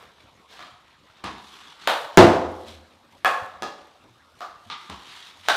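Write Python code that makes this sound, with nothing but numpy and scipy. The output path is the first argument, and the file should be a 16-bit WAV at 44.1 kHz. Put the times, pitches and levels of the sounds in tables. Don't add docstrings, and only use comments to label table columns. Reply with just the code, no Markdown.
import sys
import numpy as np
from scipy import signal
from scipy.fft import irfft
from scipy.io import wavfile
from scipy.ndimage import uniform_filter1d

SR = 44100
rng = np.random.default_rng(int(sys.argv[2]) if len(sys.argv) > 2 else 0)


def boost_factor(decibels):
    exponent = np.asarray(decibels, float) / 20
    return 10 ** exponent


def int16_out(signal):
    q = np.round(np.clip(np.atleast_2d(signal).T, -1, 1) * 32767)
    wavfile.write(sys.argv[1], SR, q.astype(np.int16))


N = 245195


def evened(x):
    return x / np.sqrt(np.mean(x ** 2) + 1e-20)


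def read(points, hz):
    f, value = np.transpose(points)
    return np.interp(np.log(hz + 1), np.log(f + 1), value)


def add(mix, start_s, sound):
    part = mix[round(start_s * SR):][:len(sound)]
    part += sound[:len(part)]


def blow(colour, spread_s, size=8192):
    hz = np.fft.fftfreq(size, 1 / SR)
    log_gain = np.log(boost_factor(np.maximum(read(colour, abs(hz)), -100)))
    minimum_phase = np.exp(np.conj(signal.hilbert(log_gain)))[:size // 2 + 1]
    stage_hz = np.cumsum(2 * rng.random(128)) / spread_s
    stage_hz = stage_hz[stage_hz < SR / 2, None]
    pole = np.exp(-np.pi * 0.45 / (spread_s * SR) + 2j * np.pi * stage_hz / SR)
    back = np.exp(-2j * np.pi * abs(hz[:len(minimum_phase)]) / SR)
    held = (back - pole.conj()) * (back - pole) / (1 - pole * back) / (1 - pole.conj() * back)
    return irfft(minimum_phase * held.prod(axis=0)) / abs(irfft(minimum_phase)).max()


def ring(modes, size=16384, rise_s=0.0003):
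    t = np.arange(size) / SR
    sines = sum(boost_factor(db - 60 * t / t60_s) * np.sin(2 * np.pi * hz * t) for hz, db, t60_s in modes)
    radiation = signal.butter(3, 0.62 * modes[0][0], "high", fs=SR, output="sos")
    return signal.sosfilt(radiation, sines * (1 - np.exp(-t / rise_s)))


# pitch_hz, t60_s
ROOM_DECAY = [(60, 0.49), (150, 0.52), (400, 0.74), (1000, 0.8), (2500, 0.56), (6000, 0.62), (10000, 0.52),
              (16000, 0.57)]


def room(gap_s=0.0036, build_s=0.003, early_db=4, early_s=0.075):
    taps = np.zeros(SR)
    at = np.arange(0, SR - 12, 12) + rng.integers(0, 12, SR // 12 - 1)
    clumps_db = 0.5 * evened(uniform_filter1d(rng.standard_normal(at.shape), size=30))
    sizes_db = 3 * rng.standard_normal(at.shape) + clumps_db
    taps[at] = rng.choice([-1., 1.], at.shape) * boost_factor(sizes_db)
    hz, t, z = signal.stft(taps, SR, nperseg=512)
    fall_db = -60 * t / read(ROOM_DECAY, hz)[:, None] + early_db * np.exp(-(t / early_s) ** 2)
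    tail = signal.istft(z * boost_factor(fall_db), SR, nperseg=512)[1][:SR]
    after_gap_s = np.maximum(np.arange(SR) / SR - gap_s, 0)
    tail = tail * (1 - np.exp(-after_gap_s / build_s))
    return tail / np.linalg.norm(tail)


def knocks(rows, colour, modes, ring_db, echo_ms, echo_db, spread_s,
           tick_hz=7000, lag_s=0., top_db=-4, dull_db=-3):
    out = np.zeros(N)
    tick_modes = [(tick_hz, 0, 0.0024), (1.45 * tick_hz, -5, 0.0015), (1.96 * tick_hz, top_db, 0.0015)]
    tick = np.roll(ring(tick_modes, rise_s=0.00003), round(lag_s * SR))
    for start_s, level_db, tick_db, room_db in rows:
        body = boost_factor(ring_db) * ring(modes)
        add(body, 0, blow(colour, spread_s))
        knock = boost_factor(level_db) * body
        crack = boost_factor(tick_db) * tick
        echo = knock + boost_factor(dull_db) * crack
        add(out, start_s, knock + crack)
        add(out, start_s + echo_ms / 1000, boost_factor(echo_db) * echo)
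        add(out, start_s + 2 * echo_ms / 1000, -boost_factor(echo_db - 12) * echo)
        add(out, start_s, boost_factor(level_db + room_db) * signal.fftconvolve(body, room()))
    return out


# start_s, level_db, tick_db, room_db
SHOTS = [
    (1.8735, -0.5, -16, 4.5),
]
DRIVES = [
    (5.4853, 0.0079, -15, 5),
]
# pitch_hz, density_db_per_hz
SHOT_COLOUR = [(35, -70.5), (60, -35.5), (157, -29), (334, -15.5), (366, -16.5), (559, -2.5), (1060, -4),
               (1940, -12.5), (3750, -12), (5600, -28), (12400, -36), (15400, -38.5), (16500, -73)]
DRIVE_COLOUR = [(35, -74), (60, -35), (130, -28.5), (199, -26.5), (546, -10.5), (759, 0), (1370, -7),
                (1540, -6.5), (1940, -13.5), (3930, -9), (4220, -15), (15000, -41.5), (16500, -69)]
# pitch_hz, level_db, t60_s
FACE_MODES = [(591.3, -13.5, 0.013), (1012, -7, 0.021), (1550, 2, 0.014)]


def shot_and_drive():
    shot = knocks(SHOTS, SHOT_COLOUR, FACE_MODES, -20.5, echo_ms=4.5, echo_db=-17,
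                  spread_s=0.0019, tick_hz=7300, lag_s=0.00095)
    drive = knocks(DRIVES, DRIVE_COLOUR, FACE_MODES, -14, echo_ms=4.7, echo_db=-10, dull_db=-4,
                   spread_s=0.0014, tick_hz=7380, lag_s=0.0009)
    return shot + drive


# start_s, level_db, tick_db, room_db
BOARD_HIT = [
    (2.1732, 8.74, 0, 7.96),
]
# pitch_hz, density_db_per_hz
BOARD_COLOUR = [(18, -65), (40, -43), (62, -38.5), (95, -9.5), (160, -8.5), (255, -5.5), (350, -2),
                (470, -8.5), (670, -8.5), (1000, -13), (2160, -22), (3500, -26.5), (8000, -42),
                (16500, -61)]
# pitch_hz, level_db, t60_s
PANEL_MODES = [(93, -7, .1), (204, -11.5, 0.079), (350, -8.5, .07), (683.6, 0, 0.089), (846, -20, .06)]


def board():
    return knocks(BOARD_HIT, BOARD_COLOUR, PANEL_MODES, -21.5, echo_ms=5.8, echo_db=0,
                  spread_s=0.0012, tick_hz=6464, top_db=-14, dull_db=-11)


# pitch_hz, level_db, t60_s
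PLANK_MODES = [(99, -9.5, 0.36), (224, -12, .4), (278.9, -9.5, .4), (340, -4.5, .4), (375.3, -6.5, 0.369),
               (516, -15.5, 0.86), (611, -16, 0.54), (683, -9.5, .6), (740, -13.5, .7), (856, -16, .6)]


def plank():
    out = np.zeros(N)
    add(out, BOARD_HIT[0][0], ring(PLANK_MODES, size=32768, rise_s=0.016))
    return out


# start_s, level_db, tick_db, room_db
TRAPS = [
    (3.2470, -3.5, -25, 6.06),
]
STOPS = [
    (3.6225, -12, -24, 4.3),
]
# pitch_hz, density_db_per_hz
TRAP_COLOUR = [(35, -68), (60, -40), (366, -16), (520, -9), (629, -11.5), (759, -4), (1010, -11),
               (1130, -2.5), (1400, -8.5), (1730, -7), (1940, -16.5), (2770, -14.5), (5500, -31.5),
               (8150, -35), (15000, -46), (16500, -74)]
STOP_COLOUR = [(35, -56), (60, -24), (103, -18.5), (229, -12.5), (290, -5), (724, -5), (938, -5.5),
               (1270, -7.5), (1990, -15.5), (5220, -18.5), (11300, -42), (15400, -45), (16500, -77)]
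# pitch_hz, level_db, t60_s
STICK_MODES = [(580, -17, 0.16), (755, -4, 0.034), (1088, -6, 0.066), (1271, -4, 0.059), (1680, -9, 0.023),
               (2830, -4, 0.027), (3330, -10, 0.031)]


def trap_and_stop():
    trap = knocks(TRAPS, TRAP_COLOUR, STICK_MODES, -13.5, echo_ms=10.05, echo_db=-2.5,
                  spread_s=0.001248, tick_hz=6440, top_db=11.5, dull_db=-23)
    stop = knocks(STOPS, STOP_COLOUR, STICK_MODES, -16.5, echo_ms=9.1, echo_db=-5.5,
                  spread_s=0.000723, tick_hz=6300, top_db=-22, dull_db=0)
    return trap + stop


# start_s, level_db, tick_db, room_db
DABS = [
    (1.2395, -14, -23, 6.6),
    (4.8965, -18.5, -28, 3.9),
]
# pitch_hz, density_db_per_hz
DAB_COLOUR = [(24, -46), (40, -26), (70, 3.5), (107, -8), (265, -3.5), (593, -11), (1090, 0.5),
              (1540, -11.5), (3730, -12.5), (11300, -40.5), (14900, -59), (16500, -74.5)]
# pitch_hz, level_db, t60_s
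SOLE_MODES = [(205, 0.5, 0.046), (900, -11, 0.022), (1015, -7, .09), (1360, -16, 0.054)]


def dabs():
    return knocks(DABS, DAB_COLOUR, SOLE_MODES, -26, echo_ms=7.5, echo_db=-11.5,
                  spread_s=0.0034, tick_hz=3840, lag_s=0.0029)


# start_s, level_db, tick_db, room_db
CLACKS = [
    (4.7000, -19.5, -43, 8.3),
]
# pitch_hz, density_db_per_hz
CLACK_COLOUR = [(59, -58), (100, -23), (368, -21.5), (684, -30), (903, -8.5), (1070, -13), (1170, -6.5),
                (1830, -20.5), (1950, -19), (2310, -18), (3780, -12), (12000, -56), (16500, -69)]
# pitch_hz, level_db, t60_s
TOE_MODES = [(1210, 2, 0.051), (2030, -8, 0.14), (2170, -5.5, .06), (3430, -5.5, .08), (3760, -16, 0.058),
             (3900, -13, 0.07), (4280, -15, .045), (5240, -19, 0.05)]


def clack():
    return knocks(CLACKS, CLACK_COLOUR, TOE_MODES, -20, echo_ms=2.3, echo_db=-5,
                  spread_s=0.00151, tick_hz=3960)


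# start_s, level_db, tick_db, room_db
TAPS = [
    (.5922, -28, -46, 6.5),
    (4.4060, -23.5, -40, 8.8),
]
NUDGES = [(0, -41, -70, 9.5), (.2130, -52, -58, 4.1), (.5125, -43, -40, 6.9), (2.6850, -46, -34, 2.2),
          (3.3680, -45, -49, 2.6), (3.4200, -48, -42, 2.6), (3.4350, -37, -43, 1.2),
          (3.6550, -42, -47, 1.2), (3.8450, -47, -52, 1.2), (5.0880, -59, -42, 6.9),
          (5.4530, -42, -48.5, 3.8)]
# pitch_hz, density_db_per_hz
TAP_COLOUR = [(59, -51), (100, -30), (190, -22), (230, -23), (310, -11), (466, -15.5), (1220, -3),
              (2360, -17.5), (4390, -18.5), (11000, -43), (16500, -41)]
NUDGE_COLOUR = [(59, -52), (100, -38), (216, 0), (262, -65), (401, 4.5), (963, 1), (1190, 1.5), (3700, -23),
                (15100, -26), (16500, -45)]
# pitch_hz, level_db, t60_s
HEAD_MODES = [(716, -13.5, 0.066), (1211, -7.5, 0.025)]


def taps_and_nudges():
    taps = knocks(TAPS, TAP_COLOUR, HEAD_MODES, -4.5, echo_ms=11, echo_db=-11, spread_s=0.001254)
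    nudges = knocks(NUDGES, NUDGE_COLOUR, HEAD_MODES, -24.5, echo_ms=27, echo_db=3,
                    spread_s=0.00068, tick_hz=3980)
    return taps + nudges


# pitch_hz, level_db, t60_s
SHAFT_MODES = [(748, -3.5, 0.95), (1150, -24, 0.38), (1220, -11.5, 0.55), (1244, 1, 0.25), (1370, -5, 0.26),
               (1698, 4, 0.48)]
# start_s, level_db, loss_db per third octave away from 1200 Hz
SINGS = [
    (0.592, -54, -1),
    (1.242, -47, 0),
    (3.247, -19.5, 4.5),
    (3.6227, -28.5, 8.5),
    (4.408, -39, -15),
    (4.701, -50, -2),
]


def shaft():
    out = np.zeros(N)
    for start_s, level_db, loss_db in SINGS:
        modes = []
        for hz, mode_db, t60_s in SHAFT_MODES:
            away_db = abs(loss_db * np.log2(hz / 1200)) * 3
            modes.append((hz, mode_db + level_db - away_db, t60_s))
        add(out, start_s, ring(modes, size=32768, rise_s=0.0013))
    return out


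# start_s, peak_db, pitch_hz, t60_s
THUMPS = [(0.66, -75, 206, 0.27), (1.236, -36, 185, 0.13), (1.246, -55, 265, 0.13), (1.25, -46, 139, 0.2),
          (2.5, -37, 85.5, 0.23), (2.719, -47, 76, 0.29), (3.418, -35, 99, 0.084), (3.557, -47, 80.7, 0.13),
          (3.613, -43.5, 192, 0.28), (4.097, -52, 114.8, 0.23), (4.658, -50, 96.9, 0.25),
          (4.662, -48, 227, 0.12), (4.891, -43, 191.4, 0.19), (5.38, -56, 92.5, 0.42)]


def thumps():
    out, t = np.zeros(N), np.arange(SR // 2) / SR
    for start_s, peak_db, hz, t60_s in THUMPS:
        push = boost_factor(peak_db - 60 * t / t60_s) * np.sin(2 * np.pi * hz * t) * (1 - np.exp(-t / 0.0029))
        add(out, start_s, push + boost_factor(-10) * signal.fftconvolve(push, room())[:len(t)])
    return out


def drone(hz, width_hz):
    r = np.exp(-np.pi * width_hz / SR)
    noise = rng.standard_normal(N) + 1j * rng.standard_normal(N)
    slow = signal.lfilter([1], [1, -2 * r, r * r], noise)
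    return evened((slow * np.exp(2j * np.pi * hz * np.arange(N) / SR)).real)


# pitch_hz, width_hz, level_db, t60_s
WALL_DRONES = [(82, 14, -37, 1.8), (226, 51, -48.5, 2.7), (545, 35, -44, 1.8)]


def wall():
    t = np.arange(N) / SR - BOARD_HIT[0][0]
    out = sum(drone(hz, width_hz) * boost_factor(db - 60 * t / t60_s) for hz, width_hz, db, t60_s in WALL_DRONES)
    return out * np.clip(t / 0.05, 0, 1)


def hiss(colour, level_db, tilt_db, patchy_db, flicker_db):
    hop = 128
    frames, hz = N // hop + 5, np.fft.rfftfreq(512, 1 / SR)
    a, b, patches = rng.standard_normal((frames, 257, 3)).T
    flicker = rng.standard_normal(frames)
    patches = uniform_filter1d(uniform_filter1d(patches, size=5, axis=0), size=16, axis=1)
    frame_tilt_db = tilt_db[np.minimum(np.arange(frames) * hop, N - 1)]
    field_db = patchy_db * evened(patches) + flicker_db * flicker
    field_db = field_db + np.log2(hz[:, None] / 2000 + 0.03) * frame_tilt_db
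    z = (a + 1j * b) * boost_factor(read(colour, hz))[:, None] * boost_factor(field_db)
    return boost_factor(level_db) * evened(signal.istft(z, nperseg=512, noverlap=512 - hop)[1][:N])


# pitch_hz, density_db_per_hz
TURF_COLOUR = [(59, -36.5), (100, -13.5), (317, -16), (353, -11.5), (384, -12), (518, -22), (922, -2),
               (2460, -3), (3780, 1), (4880, -8.5), (12200, -24), (15500, -35), (16500, -47)]
# start_s, length_s, level_db, tilt_db_per_octave
STROKES = [(0, .04, -53.5, -1.5), (0.182, 0.026, -56, -1.5), (0.515, .05, -51.5, 0),
           (0.589, 0.083, -48, -2.5), (0.863, 0.047, -57, -3), (1.074, 0.14, -60, -1.7),
           (1.273, 0.11, -51, -4.5), (1.298, 0.25, -54, 3), (1.527, 0.2, -49, -1.2),
           (1.825, .035, -42.5, -2), (1.93, 0.096, -55, 6), (2.137, 0.032, -50, 0.5),
           (2.509, 0.11, -60, 3.5), (2.685, .025, -46.5, 1), (3.122, .07, -67, 4), (3.296, .52, -60, -0.5),
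           (4.383, 0.095, -71, 7.5), (4.648, 0.035, -59.5, 2), (4.793, 0.35, -50.5, -0.4),
           (5.092, .18, -46.5, -0.1), (5.375, .07, -58.5, 3.5), (5.461, .03, -43, -1),
           (5.53, .04, -58, -4.5)]
RISE_DB_PER_S, FALL_DB_PER_S, REST_DB, REST_TILT_DB = 298, 167.5, -68.5, 3


def turf():
    t = np.arange(N) / SR
    power = boost_factor(2 * REST_DB) * np.ones(N)
    bright = REST_TILT_DB * power
    for start_s, length_s, level_db, tilt_db in STROKES:
        rise_loss_db = RISE_DB_PER_S * np.maximum(start_s - t, 0)
        fall_loss_db = FALL_DB_PER_S * np.maximum(t - start_s - length_s, 0)
        stroke = boost_factor(2 * (level_db - rise_loss_db - fall_loss_db))
        power = power + stroke
        bright = bright + tilt_db * stroke
    fibres = hiss(TURF_COLOUR, 10 * np.log10(power), bright / power, patchy_db=-1.5, flicker_db=3.3)
    return fibres + boost_factor(-4) * signal.fftconvolve(fibres, room())[:N]


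# pitch_hz, density_db_per_hz
AIR_COLOUR = [(12, -50), (20, -19), (75, -2), (165, -4.5), (342, -2.5), (416, -13), (551, -1.5),
              (616, -5.5), (1240, -2), (1390, -6), (1690, -10), (3830, -16.5), (6350, -27), (15200, -37.5),
              (16500, -55.5)]


def air():
    breath = hiss(AIR_COLOUR, -58.5, np.zeros(N), patchy_db=3.8, flicker_db=1.66)
    return breath + boost_factor(-74) * drone(hz=76.5, width_hz=25)


def scene():
    hits = shot_and_drive() + board() + trap_and_stop() + dabs() + clack() + taps_and_nudges()
    ringing = plank() + shaft() + wall()
    return (hits + ringing + thumps() + turf() + air())[None]


def top_cut(x):
    return signal.sosfilt(signal.butter(12, 16780, fs=SR, output="sos"), x)


def record(dry):
    knee = 12
    thin = signal.sosfilt(signal.butter(3, 48, "high", fs=SR, output="sos"), dry)
    thin = signal.sosfilt(signal.butter(6, 15600, fs=SR, output="sos"), thin)
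    full = thin / (1 + abs(thin) ** knee) ** (1 / knee)
    full = signal.oaconvolve(full, signal.firwin(255, 16500, fs=SR)[None], "same")
    return top_cut(full)


dry = scene()
out = record(dry)
int16_out(out)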